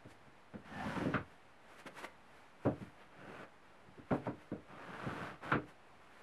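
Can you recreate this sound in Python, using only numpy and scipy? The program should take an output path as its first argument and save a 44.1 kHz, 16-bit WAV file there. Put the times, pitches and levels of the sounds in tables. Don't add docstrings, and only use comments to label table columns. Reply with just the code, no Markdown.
import sys
import numpy as np
from scipy import signal
from scipy.fft import rfft, irfft, next_fast_len
from scipy.io import wavfile

SR = 44100
rng = np.random.default_rng(int(sys.argv[2]) if len(sys.argv) > 2 else 0)


def to_wav(sig):
    pcm = np.clip(np.atleast_2d(sig), -1, 1) * 32767
    pcm = np.round(pcm).astype(np.int16)
    wavfile.write(sys.argv[1], SR, pcm.T)


N = 274566
TIME = np.arange(N) / SR
RING_TIME = TIME[:SR // 3]

# (start [s], speed-up [s], hold [s], slow-down [s],
# rasp level [dB], judder level [dB], hiss level [dB], judder cut-off [Hz])
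PUSHES = [(0.653, 0.23, 0.12, 0.19, -47, -48, -61.5, 170),
          (1.125, 0.008, 0.023, 0.012, -48.5, -50, -86, 200),
          (3.106, 0.23, 0.097, 0.027, -52, -55.5, -71.5, 272),
          (4.686, 0.42, 0.16, 0.094, -46, -50, -65.5, 274),
          (5.419, 0.021, 0.086, 0.017, -46, -49.5, -65.5, 274)]
# (frequency [Hz], level [dB])
RASP_A = [(350, -9), (620, 1), (900, -0.5), (1100, 1), (1400, 0.5), (1850, -2.5), (2200, -7.5),
          (3000, -10.5), (3700, -18.5), (4400, -20.5), (6000, -26.5), (12000, -61)]
RASP_B = [(300, 1), (600, 3.5), (1000, -2.5), (1500, 1.5), (2000, -7), (2800, -10.5), (3700, -23),
          (5500, -35), (12000, -60)]
RASP_C = [(300, -1), (580, 1.5), (900, 0), (1250, 2.5), (1550, 1), (1900, -5), (2800, -12), (3700, -19.5),
          (5500, -31), (12000, -56)]
# (frequency [Hz], level [dB])
SLIDE_HISS = [(2500, 2.5), (4500, -5.5), (7000, -10), (10500, -10.5), (12500, -19), (15000, -31)]
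# (middle [s], half length [s], pitch at the middle [Hz], glide [Hz/s], level [dB])
SQUEALS = [(0.79, 0.073, 1765, -500, -50.5), (0.806, 0.048, 777, -100, -46.5),
           (0.856, 0.035, 973, 2999.5, -50), (0.929, 0.11, 1448, -2000, -55),
           (0.975, 0.047, 928, -1500, -48)]
# (time [s], level [dB], contact cut-off [Hz], first frame thud re box [dB],
# first end-stop clack re box [dB], ring favoured by the struck spot [Hz])
KNOCKS = [(0.05, -54.5, 580, 0, -31, 315), (0.262, -67.5, 410, 4, -30, 260),
          (0.536, -46, 457, -7, -14, 209), (0.962, -39, 297, -6, -25, 184),
          (1.005, -39.5, 350, -8, -18, 302), (1.053, -34, 328, -10, -36, 304),
          (1.079, -39, 350, -11, -21, 250), (1.139, -35.5, 486, -3.5, -0.5, 181),
          (1.856, -51.5, 695, -13, -12, 273), (2.65, -33, 656, -2, -22, 550),
          (2.657, -33, 790, -7, -18, 440), (2.668, -33.5, 517, -12, -34, 305),
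          (2.807, -47, 260, -2.5, -28, 183), (3.866, -60, 202, -6, -15, 186),
          (3.976, -53, 382, -2.5, -20, 320), (4.106, -43, 716, 3.5, -4, 348),
          (4.111, -31, 780, -12, -16.5, 650), (4.118, -33.5, 710, -21, -17.5, 236),
          (4.265, -37, 1010, -40, -26, 1000), (4.272, -42.5, 610, -6.5, -12, 354),
          (4.515, -39, 454, -9.5, -22.5, 454), (5.061, -41, 272, -6, -23, 230),
          (5.516, -39.5, 600, -25, 8, 670), (5.522, -37.5, 597, -3, -5.5, 670),
          (5.55, -34.5, 447, -13, -29, 308)]
# (frequency [Hz], relative level [dB], t60 [s])
BOX_MODES = [(186, 0, .19), (208, -6, .15), (231, 0, .17), (255, -3, .17), (281, -2, .15), (301, -3, .25),
             (350, -1, .16), (422, -4, .14), (458, -6, .14), (488, -2, .17), (519, -2, .17), (548, -6, .16),
             (585, -7, .13), (619, -3, .16), (680, -7, .14), (718, -6, .15), (756, -7, .14),
             (916, -10, .13), (959, -8, .13), (1010, -9, .11), (1070, -10, .11)]
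# (frequency [Hz], relative level [dB], t60 [s])
FRAME_MODES = [(53.6, -16, 0.33), (69.6, -10, 0.32), (92.5, -3.5, 0.24), (111, 2, 0.14), (143.1, 3.5, 0.23)]
# (frequency [Hz], relative level [dB], t60 [s])
STOP_MODES = [(1180, -8, .15), (1291, -7, .15), (1372, 0, .16), (1420, -7, .14), (1473, 0, .16),
              (1560, -8, .14), (1776, -16, .15), (1993, -12, .14), (2370, -16, .14)]
# (frequency [Hz], level [dB])
BOX_WASH = [(70, -30), (130, -3), (220, -5), (550, -5.5), (850, -10), (1300, -9.5), (2500, -26),
            (5000, -22), (12000, -28)]
STOP_WASH = [(300, -20), (800, -9.5), (1150, 0), (1420, 6), (1800, -5.5), (2400, -9), (3200, -20.5),
             (4000, -26.5), (5500, -44), (12000, -52.5)]
# (frequency [Hz], t60 [s])
WASH_T60 = [(80, 0.31), (250, 0.25), (600, 0.21), (1400, 0.15), (4000, 0.16), (12000, 0.044)]
# (middle [s], level [dB], half length [s], treble weight [dB])
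BRUSHES = [(0.113, -65, 0.023, 10), (1.315, -68.5, 0.094, 2), (1.728, -60.5, 0.064, 0.5),
           (1.8, -57, 0.015, 6), (1.873, -44, 0.009, -1), (1.99, -49, 0.029, 2.5),
           (2.048, -42.5, 0.013, -2.5), (2.373, -64.5, 0.1, 1), (2.652, -60, 0.036, 0),
           (2.826, -59.5, 0.077, -0.5), (3.018, -57.5, 0.029, -11), (4.148, -54, 0.042, -2.5),
           (4.26, -51.5, 0.02, -8.5), (4.422, -60.5, 0.038, -1), (5.695, -61, 0.025, 3),
           (6.202, -61.5, 0.16, -2)]
# (frequency [Hz], level [dB])
RUB_SPECTRUM = [(150, -1), (400, 5.5), (900, 4), (1500, 4.5), (2500, -2.5), (4500, -18), (8000, -42)]
# (frequency [Hz], level [dB])
ROOM_SPECTRUM = [(20, -7), (50, 0.5), (100, 0.5), (200, 1.5), (400, 0.5), (800, 2), (1600, -2),
                 (2500, -7.5), (4000, -16.5), (6300, -24.5), (10000, -26.5), (11900, -30), (12600, -48)]

CREEP_SPEED, GRIP_S = 0.22, 0.013
EASE_POWER = 1.63
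JUDDER_POWER, HISS_POWER = 0.98, 1.14
SQUEAL_WIDTH_HZ = 117
BOUNCE_S, BOUNCE_GAP_SHARE, BOUNCE_LOSS_DB = 0.024, 0.87, -12
BOUNCE_THUD_DB, BOUNCE_CLACK_DB = 2.5, -6.5
ROOM_DB = -63
TOP_HZ, OFFSET = 14800, 0.0006


def push(row, rasp_spectrum):
    *timing, rasp_db, judder_db, hiss_db, judder_hz = row
    speed = speed_of(*timing)

    grip = undb(0.44 * walk(40))
    fine = slips(per_s=6000, scatter_db=-1.0) * grip
    rasp = colour(fine, rasp_spectrum) * speed
    hiss = colour(rng.standard_normal(N), SLIDE_HISS) * speed ** HISS_POWER

    body = ring(BOX_MODES)
    body = body + undb(-2.5) * ring(FRAME_MODES)
    body = body + undb(6.5) * wash(BOX_WASH, build_s=0.0078)
    shaken = through(slips(per_s=390, scatter_db=7.5), body)
    judder = unit(low_pass(shaken, judder_hz)) * speed ** JUDDER_POWER

    return undb(rasp_db) * rasp + undb(judder_db) * judder + undb(hiss_db) * hiss


def speed_of(start, rise_s, hold_s, fall_s):
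    times = start - GRIP_S + np.cumsum([0, GRIP_S, rise_s, hold_s, fall_s, GRIP_S])
    creep = CREEP_SPEED ** (1 / EASE_POWER)
    return np.interp(TIME, times, [0, creep, 1, 1, creep, 0]) ** EASE_POWER


def slips(per_s, scatter_db):
    happens = rng.random(N) < per_s / SR
    unevenness = undb(scatter_db * rng.standard_normal(N))
    return unit(happens * rng.standard_normal(N) * unevenness)


def squeal(s, half_s, hz, glide_hz_per_s, db):
    phase = 2 * np.pi * np.cumsum(hz + glide_hz_per_s * (TIME - s)) / SR
    slipping = low_pass(rng.standard_normal((2, N)), SQUEAL_WIDTH_HZ / 2)
    tone = unit(slipping[0] * np.cos(phase) + slipping[1] * np.sin(phase))
    return undb(db) * tone * swell(s, half_s)


def knocks(bounces=2):
    out = np.zeros(N)
    for s, db, contact_hz, thud_db, clack_db, spot_hz in KNOCKS:
        for k in range(bounces + 1):
            bounce_thud_db = thud_db + k * BOUNCE_THUD_DB
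            bounce_clack_db = clack_db + k * BOUNCE_CLACK_DB
            sound = blow(contact_hz, bounce_thud_db, bounce_clack_db, spot_hz)
            add(out, s, undb(db + k * BOUNCE_LOSS_DB) * sound)
            s += BOUNCE_S * BOUNCE_GAP_SHARE ** k
    return out


def blow(contact_hz, thud_db, clack_db, spot_hz):
    modes = favour(BOX_MODES, spot_hz, boost_db=7.5, width_octaves=0.12)
    box = ring(modes) + undb(-5.5) * wash(BOX_WASH, build_s=0.0036)
    box = box * (1 - np.exp(-RING_TIME / 0.0036))
    box = box + undb(5) * crack(BOX_WASH, length_s=0.0046)
    box = unit_hit(low_pass(box, contact_hz))

    thud = ring(FRAME_MODES) * (1 - np.exp(-RING_TIME / 0.0097))

    clack = ring(STOP_MODES) + undb(7.5) * wash(STOP_WASH, build_s=0.0026)
    clack = unit_hit(clack + undb(10) * crack(STOP_WASH, length_s=0.0038))
    return box + undb(thud_db) * thud + undb(clack_db) * clack


def favour(modes, centre_hz, boost_db, width_octaves):
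    favoured = []
    for hz, db, t60 in modes:
        octaves_away = np.log2(hz / centre_hz)
        boost = boost_db * np.exp(-(octaves_away / width_octaves) ** 2)
        favoured.append((hz, db + boost, t60))
    return favoured


def ring(modes):
    total = np.zeros(len(RING_TIME))
    for k, (hz, db, t60) in enumerate(modes):
        sign = (-1) ** k
        total += sign * undb(db) * fade(t60) * np.sin(2 * np.pi * hz * RING_TIME)
    return unit_hit(total)


def wash(spectrum, build_s):
    bins = rfft(colour(rng.standard_normal(len(RING_TIME)), spectrum))
    hz = np.fft.rfftfreq(len(RING_TIME), 1 / SR)
    centres, t60s = np.transpose(WASH_T60)
    tail = np.zeros(len(RING_TIME))
    for share, t60 in zip(np.eye(len(centres)), t60s):
        weight = at_hz(np.c_[centres, share], hz)
        tail += irfft(bins * weight, len(RING_TIME)) * fade(t60)
    return unit_hit(tail * (1 - np.exp(-RING_TIME / build_s)))


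def crack(spectrum, length_s):
    pulse = (RING_TIME / length_s) * np.exp(1 - RING_TIME / length_s)
    return colour(rng.standard_normal(len(RING_TIME)), spectrum) * pulse


def fade(t60):
    return np.exp(-np.log(1000) * (RING_TIME / t60) ** 1.35)


def brushes():
    rub_gain, hiss_gain = np.zeros(N), np.zeros(N)
    for s, db, half_s, treble_db in BRUSHES:
        sweep = undb(db) * swell(s, half_s)
        rub_gain += sweep
        hiss_gain += sweep * undb(treble_db)
    rub = rub_gain * colour(slips(per_s=12000, scatter_db=-2.0), RUB_SPECTRUM)
    # (frequency [Hz], level [dB])
    hiss_spectrum = [(2000, 16.5), (4000, 6.5), (7000, 2.5), (11000, 2.0), (13000, -8), (15000, -19)]
    hiss = hiss_gain * colour(rng.standard_normal(N), hiss_spectrum)
    return rub + undb(-9.5) * hiss


def swell(s, half_s):
    return np.exp(-np.abs((TIME - s) / half_s) ** 1.23)


def workshop(x, t60, wet_db):
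    spectrum = [(60, -1.0), (2000, -3.5), (6000, -9), (14000, -5.5)]  # (frequency [Hz], level [dB])
    tail = colour(rng.standard_normal(len(RING_TIME)), spectrum) * fade(t60)
    tail = tail * (RING_TIME > 0.004)
    tail = tail / np.sqrt(np.sum(tail ** 2))
    return x + undb(wet_db) * through(x, tail)


def room_noise():
    level = undb(ROOM_DB + 0.5 * walk(22))
    return level * colour(rng.standard_normal(N), ROOM_SPECTRUM)


def walk(rate):
    knots = rng.standard_normal(1024)
    return np.interp(TIME * rate, np.arange(len(knots)), knots)


def colour(x, spectrum):
    size = next_fast_len(len(x), True)
    hz = np.fft.rfftfreq(size, 1 / SR)
    bass_fall = np.minimum(hz / spectrum[0][0], 1) ** 2
    gain = undb(at_hz(spectrum, hz)) * bass_fall
    return unit(irfft(rfft(x, size) * gain, size)[:len(x)])


def at_hz(table, hz):
    points, values = np.transpose(table)
    return np.interp(np.log(hz + 1e-9), np.log(points), values)


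def low_pass(x, cutoff_hz):
    return signal.sosfilt(signal.butter(2, cutoff_hz, fs=SR, output="sos"), x)


def through(x, response):
    return signal.fftconvolve(x, response)[:N]


def add(out, s, sound):
    start = int(s * SR)
    out[start:start + len(sound)] += sound[:N - start]


def undb(db):
    return 10 ** (np.asarray(db) / 20)


def unit(x):
    return x / np.sqrt(np.mean(x ** 2))


def unit_hit(x):
    return x / np.sqrt(np.mean(x[:SR // 40] ** 2))


def scene():
    rasps = (RASP_A, RASP_A, RASP_B, RASP_C, RASP_C)
    sliding = sum(push(row, rasp) for row, rasp in zip(PUSHES, rasps))
    sliding += sum(squeal(*row) for row in SQUEALS)
    friction = workshop(sliding + brushes(), t60=0.23, wet_db=-11.5)
    return (friction + knocks() + room_noise())[None]


def record(dry):
    top_cut = signal.ellip(8, 0.2, 70, TOP_HZ, fs=SR, output="sos")
    return signal.sosfilt(top_cut, dry) + OFFSET


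dry = scene()
out = record(dry)
to_wav(out)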